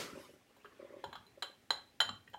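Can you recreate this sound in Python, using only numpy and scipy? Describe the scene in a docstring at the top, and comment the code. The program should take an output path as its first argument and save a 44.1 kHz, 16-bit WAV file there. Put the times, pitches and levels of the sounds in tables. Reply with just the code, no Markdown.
"""On a wooden pantry shelf in a small room, a hand-held glass jar clinks against its neighbours.
Each contact sums decaying sine modes of the glass with a short noise crack, and the room answers.
The elastic cord across the shelf rubs in dull blips, each a few low sines under a smooth envelope.
Shaped noise gives the dying earlier bang, the sleeve's rustle and swish, the handling rumble and the hiss."""
import sys
import numpy as np
from scipy import signal
from scipy.fft import rfft, irfft, next_fast_len
from scipy.io import wavfile
from scipy.ndimage import uniform_filter1d

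SR = 44100
rng = np.random.default_rng(int(sys.argv[2]) if len(sys.argv) > 2 else 0)


def log_audio(samples):
    """Write samples as a 16-bit WAV file to the path given in sys.argv[1]."""
    # one column per channel
    frames = np.atleast_2d(samples).T
    # limit to full scale, then quantise
    limited = np.clip(frames, -1, 1)
    pcm = np.round(limited * 32767).astype(np.int16)
    wavfile.write(sys.argv[1], SR, pcm)


N = 105002


def amp(db):
    """Logarithmic level: 20 dB is a factor of ten in amplitude."""
    return 10 ** (np.asarray(db) / 20)


def unit(x):
    """Normalization by root mean square: x is scaled to rms 1."""
    return x / np.sqrt(np.mean(x ** 2) + 1e-20)


def along(points, hz):
    """Log-frequency interpolation of (f/Hz, value) points."""
    f, v = np.transpose(points)
    return np.interp(np.log(hz + 1), np.log(f + 1), v)


def curve(rows):
    """Linear interpolation in time of (t/s, value) rows, one value per sample."""
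    return np.interp(np.arange(N) / SR, *np.transpose(rows))


def filtered(x, response):
    """Linear filtering: the spectrum of x times a response of frequency."""
    padded = next_fast_len(N + 8192)
    spectrum = rfft(x, padded) * response(np.fft.rfftfreq(padded, 1 / SR))
    return irfft(spectrum, padded)[..., :N]


def rush(spectrum, patchy_db):
    """Random noise of rms 1: time-frequency patches of random gain, then a spectral envelope."""
    z = signal.stft(rng.standard_normal(N), nperseg=512)[2]
    field = uniform_filter1d(rng.standard_normal(z.shape), size=5, axis=0)  # smooth over frequency
    field = uniform_filter1d(field, size=6, axis=1)  # smooth over time
    x = signal.istft(z * amp(patchy_db * unit(field)), nperseg=512)[1][:N]
    return unit(filtered(x, lambda hz: amp(along(spectrum, hz))))


def in_room(x, wet_db):
    """Diffuse reverberation: convolution with a direct pulse and a newly drawn decaying noise tail."""
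    # reverberation time of the room: f/Hz, t60/s
    room_t60 = [(200, 0.44), (1000, 0.31), (3000, 0.31), (6000, 0.25), (12000, 0.24)]
    wall_s = 0.006  # delay of the tail behind the direct sound
    hz, t, z = signal.stft(rng.standard_normal(SR // 2), SR, nperseg=256)
    decay = amp(-60 * t / along(room_t60, hz)[:, None])
    tail = signal.istft(z * decay, SR, nperseg=256)[1]
    tail = amp(wet_db) * tail / np.linalg.norm(tail)
    response = np.pad(tail, (round(wall_s * SR), 0))
    response[0] = 1  # direct sound
    return signal.fftconvolve(x, response)


def add(track, x, s):
    """Superposition: x is added to the track from s seconds on."""
    part = track[round(s * SR):][:len(x)]
    part += x[:len(part)]


def clinks():
    """Modal superposition: each contact rings the glass modes in its own proportions, with a crack."""
    # contacts between jars: t/s, crack level/dB, attack/ms, multiplier of the modes' t60,
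    # then the mode level/dB at each region
    contacts = [(0.566, -55, 1.04, 1.4, -67, -60, -89, -89, -80, -77, -77, -85, -82, -74, -79, -84, -82, -78, -82, -93, -81, -76),
                (0.647, -42, 1.04, 1.34, -53.5, -71, -50, -54, -69, -69, -62, -74, -75, -72, -74, -87, -88, -86, -86, -91, -88, -84),
                (0.657, -50, 1.03, 1.03, -63, -72, -63, -55, -57, -62, -60, -67, -75, -78, -75, -86, -87, -85, -87, -91, -90, -80),
                (1.041, -30, 1.05, 1.05, -48, -35, -52, -48, -47.5, -57, -54, -49.5, -47.5, -48, -57, -68, -68, -66, -64, -68, -71, -64),
                (1.129, -29.5, 0.88, 1.45, -68.5, -45, -49.5, -57, -55.5, -57, -62, -58, -56, -53, -83, -78, -73, -77, -78, -80, -81, -78),
                (1.155, -35, 1.22, 1.1, -69, -45, -45, -47, -49, -58, -64, -53, -50.5, -49, -64, -76, -72, -73, -76, -78, -77, -74),
                (1.266, -57, 1.1, 1.3, -65, -83, -75, -79, -87, -73, -79, -73, -73, -62, -79, -83, -82, -83, -80, -85, -75, -76),
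                (1.424, -24.5, 1.24, 0.91, -63, -39.5, -41.5, -58, -39, -36, -48, -46, -43, -33, -48, -54, -55, -45, -52, -62, -53, -59),
                (1.428, -38, 1.116, 1.16, -52, -40.5, -42.5, -45, -47, -46, -50, -38.5, -43, -38, -62, -71, -61, -59, -68, -67, -63, -74),
                (1.706, -19, 0.94, 0.82, -41, -34, -29.5, -50, -28.5, -26, -58, -30.5, -33.5, -18.5, -38.5, -50, -45, -48, -42.5, -47, -53, -47.5),
                (2.004, -16, 1.22, 1.07, -51, -28, -53, -28, -28.5, -38, -44, -23.5, -32.5, -25.5, -36.5, -50, -44, -44, -45, -48, -52, -49),
                (2.013, -17, 1.1, 1.02, -55.5, -31, -34, -33.5, -48, -24, -43, -36, -57, -40.5, -62, -55, -51, -50, -63, -48, -59, -69),
                (2.092, -39, 1.1, 0.87, -56, -41.5, -37, -36, -52, -57, -54, -36.5, -51, -39, -53, -67, -60, -55, -60, -79, -74, -67),
                (2.277, -45, 1.2, 1.5, -71, -75, -69, -76, -68, -39.5, -62, -69, -74, -72, -84, -85, -86, -82, -85, -91, -89, -80),
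                (2.299, -62, 0.71, 0.54, -67, -78, -78, -80, -76, -72, -76, -79, -77.5, -82, -69, -88, -90, -82, -94, -89, -89, -64),
                (2.334, -38, 1, 0.94, -56.5, -63, -72, -62, -66, -64, -77, -70, -72, -80, -79, -78, -79, -83, -79, -90, -89, -86),
                (2.34, -47, 1.36, 0.86, -84, -51, -66, -69, -51, -61, -67, -45.5, -56.5, -60, -74, -79, -72, -74, -82, -89, -89, -85),
                (2.346, -39, 1.43, 0.88, -70, -36.5, -59, -57, -51, -65, -66, -49.5, -78, -74, -77, -82, -79, -80, -88, -90, -89, -85)]
    # centres of those spectral regions: f/Hz
    regions_hz = [420, 900, 1150, 1410, 1600, 1950, 2600, 3080, 3350, 4050, 5200, 6640, 7000, 7350, 8650,
                  10260, 10880, 12000]
    # modes of the jars on their shelf: f/Hz, level/dB relative to the region level,
    # t60/s before the contact's multiplier
    glass = [(415.5, 1, 0.091), (565, 0, 0.066), (775, 0, 0.025), (868, 0.5, 0.036), (942, 4, 0.036),
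             (1081, 7.5, 0.02), (1159, 3, 0.036), (1259, 2, .03), (1429, 1, 0.054), (1482, -4, 0.052),
             (1589, 8, 0.021), (1650, 3, 0.018), (1883, 0, 0.021), (2500, -3, 0.028), (2795, -5, 0.088),
             (3101, -1, 0.062), (3147, -1, 0.055), (3335, 3, 0.042), (3418, 2.5, 0.02), (3860, -12, 0.062),
             (3993, -2.5, 0.047), (4047, -1.5, 0.068), (4430, -15.5, 0.052), (5350, -2.5, 0.037),
             (6740, 7.3, 0.035), (6960, 3, 0.07), (7340, 4, .06), (7150, -5, 0.04), (8620, -6, .05),
             (8780, -5, 0.045), (10250, 0.5, 0.031), (10930, 0.5, .05), (11940, 0.5, 0.044),
             (12600, -7, .05)]
    lead_attacks = 0.7  # start ahead of the listed time, in attack times
    scatter_db, crack_t60_s, room_db = 3, 0.041, -8

    out, t = np.zeros(N), np.arange(SR // 3) / SR
    hz, mode_db, t60_s = np.transpose(glass)[..., None]
    grid = np.fft.rfftfreq(len(t), 1 / SR)
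    low_cut = grid ** 4 / (grid ** 4 + 300 ** 4)
    for s, crack_db, attack_ms, length, *levels in contacts:
        colour = list(zip(regions_hz, levels))
        level_db = mode_db + along(colour, hz) + scatter_db * rng.standard_normal(hz.shape)
        envelopes = amp(level_db - 60 * t / (t60_s * length))
        ring = (envelopes * np.sin(2 * np.pi * hz * t)).sum(axis=0)

        # the crack has the colour of the same contact
        tint = amp(along(colour, grid) - max(levels)) * low_cut
        noise = irfft(rfft(rng.standard_normal(len(t))) * tint, len(t))
        crack = amp(crack_db - 60 * t / crack_t60_s) * noise

        attack_s = attack_ms / 1000
        contact = (ring + crack) * (1 - np.exp(-t / attack_s))
        add(out, in_room(contact, room_db), s - lead_attacks * attack_s)
    return out


def cord():
    """Slip excitation of damped modes: each rub of the cord is a soft low blip."""
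    # slips of the cord: t/s, level/dB, spectral lean/(dB per octave) about its second mode
    rubs = [(0.022, -45, -6), (0.047, -51, -10), (0.086, -58, -10), (0.129, -45, -22), (0.157, -43, 0.1),
            (0.174, -38.5, -7), (0.198, -46.5, 3), (0.293, -55, 3), (0.338, -53.5, -5), (0.364, -57.5, -3),
            (0.649, -63, -9), (0.689, -77, -3), (0.757, -75, -4), (0.798, -44, 4.5), (0.827, -42.5, 2),
            (0.848, -48, 7.5), (0.866, -59, -11), (0.894, -53, -12), (0.905, -45.5, -4), (0.924, -47.5, -6),
            (0.94, -43, 5), (0.967, -44.5, 2), (0.991, -51, 3), (1.039, -45.5, 6), (1.059, -65, -16),
            (1.089, -52, -11), (1.377, -50.5, 8), (1.444, -52.5, 7.5), (1.499, -53.5, -1)]
    # modes of the cord: f/Hz, level/dB relative to the slip level
    cord_modes = [(260, -14), (370, -5), (560, -3.5)]
    rise_s, t60_s, room_db = 0.01, 0.027, -11.5
    lead_s = 0.00606  # start ahead of the listed time

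    out, t = np.zeros(N), np.arange(SR // 10) / SR
    hz, mode_db = np.transpose(cord_modes)[..., None]
    rise = np.sin(np.pi / 2 * np.clip(t / rise_s, 0, 1)) ** 2
    decay = amp(-60 * np.maximum(t - rise_s, 0) / t60_s)
    for s, db, lean_db in rubs:
        level_db = db + mode_db + lean_db * np.log2(hz / hz[1])
        phase = 2 * np.pi * (hz * t + rng.random(hz.shape))
        blip = (amp(level_db) * np.sin(phase)).sum(axis=0)
        add(out, in_room(rise * decay * blip, room_db), s - lead_s)
    return out


def fading_bang():
    """Exponential decay of a diffuse field: the earlier bang is coloured noise dying away."""
    # relative spectrum of the bang: f/Hz, level/dB
    bang_spectrum = [(35, -47), (60, -23), (175, -8.5), (236, -10.5), (278, -0.5), (327, -12), (385, 0.5),
                     (810, -18.5), (1100, -12.5), (1700, -12.5), (5580, -16), (15500, -33)]
    start_db, t60_s = -39.5, 0.37
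    t = np.arange(N) / SR
    return amp(start_db - 60 * t / t60_s) * rush(bang_spectrum, patchy_db=1.1)


def sleeve_rustle():
    """Friction noise with resonant peaks: patchy noise through Lorentzian bumps, under a level curve."""
    # rms level of the rustle: t/s, level/dB
    rustle_level = [(0.0, -56), (0.15, -56.5), (0.29, -63.5), (0.4, -75.5), (0.68, -69), (0.82, -63),
                    (1.05, -67), (1.25, -74), (1.76, -82), (2.11, -81), (2.22, -79), (2.38, -97)]
    # relative spectrum before the peaks: f/Hz, level/dB per Hz
    rustle_spectrum = [(59, -56), (100, -19.5), (266, -8), (555, -12), (695, -19), (1370, -14.5),
                       (1820, -16), (2450, -17.5), (9000, -43), (11700, -74), (19800, -120)]
    # spectral peaks: f/Hz, half-width/Hz, height/dB
    peaks = [(1050, 120, 6), (1310, 270, 2), (1597, 90, 0), (1790, 30, 2.5), (2970, 74, 2)]

    def bumps(hz):
        """Lorentzian line shape: the peaks add up in dB."""
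        return amp(sum(db / (1 + ((hz - centre) / width) ** 2) for centre, width, db in peaks))

    noise = unit(filtered(rush(rustle_spectrum, patchy_db=4.5), bumps))
    return amp(curve(rustle_level)) * noise


def sleeve_swish():
    """Amplitude modulation: one airy swish of noise swells and fades under a Gaussian envelope."""
    # relative spectrum of the swish: f/Hz, level/dB per Hz
    swish_spectrum = [(1470, -39), (2500, -27), (3000, 2), (3370, -5), (4400, 0), (12900, -7), (15500, -16)]
    peak_db, centre_s, spread_s = -66, 0.21, 0.13
    t = np.arange(N) / SR
    envelope = amp(peak_db) * np.exp(-((t - centre_s) / spread_s) ** 2)
    return envelope * rush(swish_spectrum, patchy_db=4.0)


def handling_rumble():
    """Amplitude-modulated low-frequency noise: the rumble of handling follows a level curve."""
    # rms level of the rumble: t/s, level/dB
    rumble_level = [(0.0, -64), (0.11, -76), (0.14, -51.5), (0.16, -64), (0.48, -79), (0.96, -69.5),
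                    (1.02, -73), (1.06, -59.5), (1.25, -75.5), (1.78, -71.5), (1.96, -77.5), (2.1, -55),
                    (2.21, -70.5), (2.38, -67.5)]
    # relative spectrum of the rumble: f/Hz, level/dB per Hz
    rumble_spectrum = [(30, -20), (60, -7), (100, 1), (140, -3.2), (250, -3.5), (400, -33), (800, -120)]
    return amp(curve(rumble_level)) * rush(rumble_spectrum, patchy_db=2.5)


def room_hiss():
    """Broadband noise floor: coloured noise with no level curve over time."""
    # relative spectrum of the hiss: f/Hz, level/dB per Hz
    hiss_spectrum = [(24, -36), (40, -3), (179, -18.5), (248, -4), (389, -6.5), (625, -11), (763, -13),
                     (823, -7.5), (887, -22.5), (1920, -15), (15700, -30)]
    return amp(-70.5) * rush(hiss_spectrum, patchy_db=0.75)


def scene():
    """Superposition of all sources at one microphone."""
    cloth = sleeve_rustle() + sleeve_swish()
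    background = fading_bang() + cloth + handling_rumble() + room_hiss()
    return (clinks() + cord() + background)[None]


def record(dry):
    """Band limitation: the microphone rolls off the deepest bass and keeps nothing above its top."""
    top_hz, bass_hz = 15810, 40
    return filtered(dry, lambda hz: (hz < top_hz) * hz ** 2 / (hz ** 2 + bass_hz ** 2))


dry = scene()
out = record(dry)
log_audio(out)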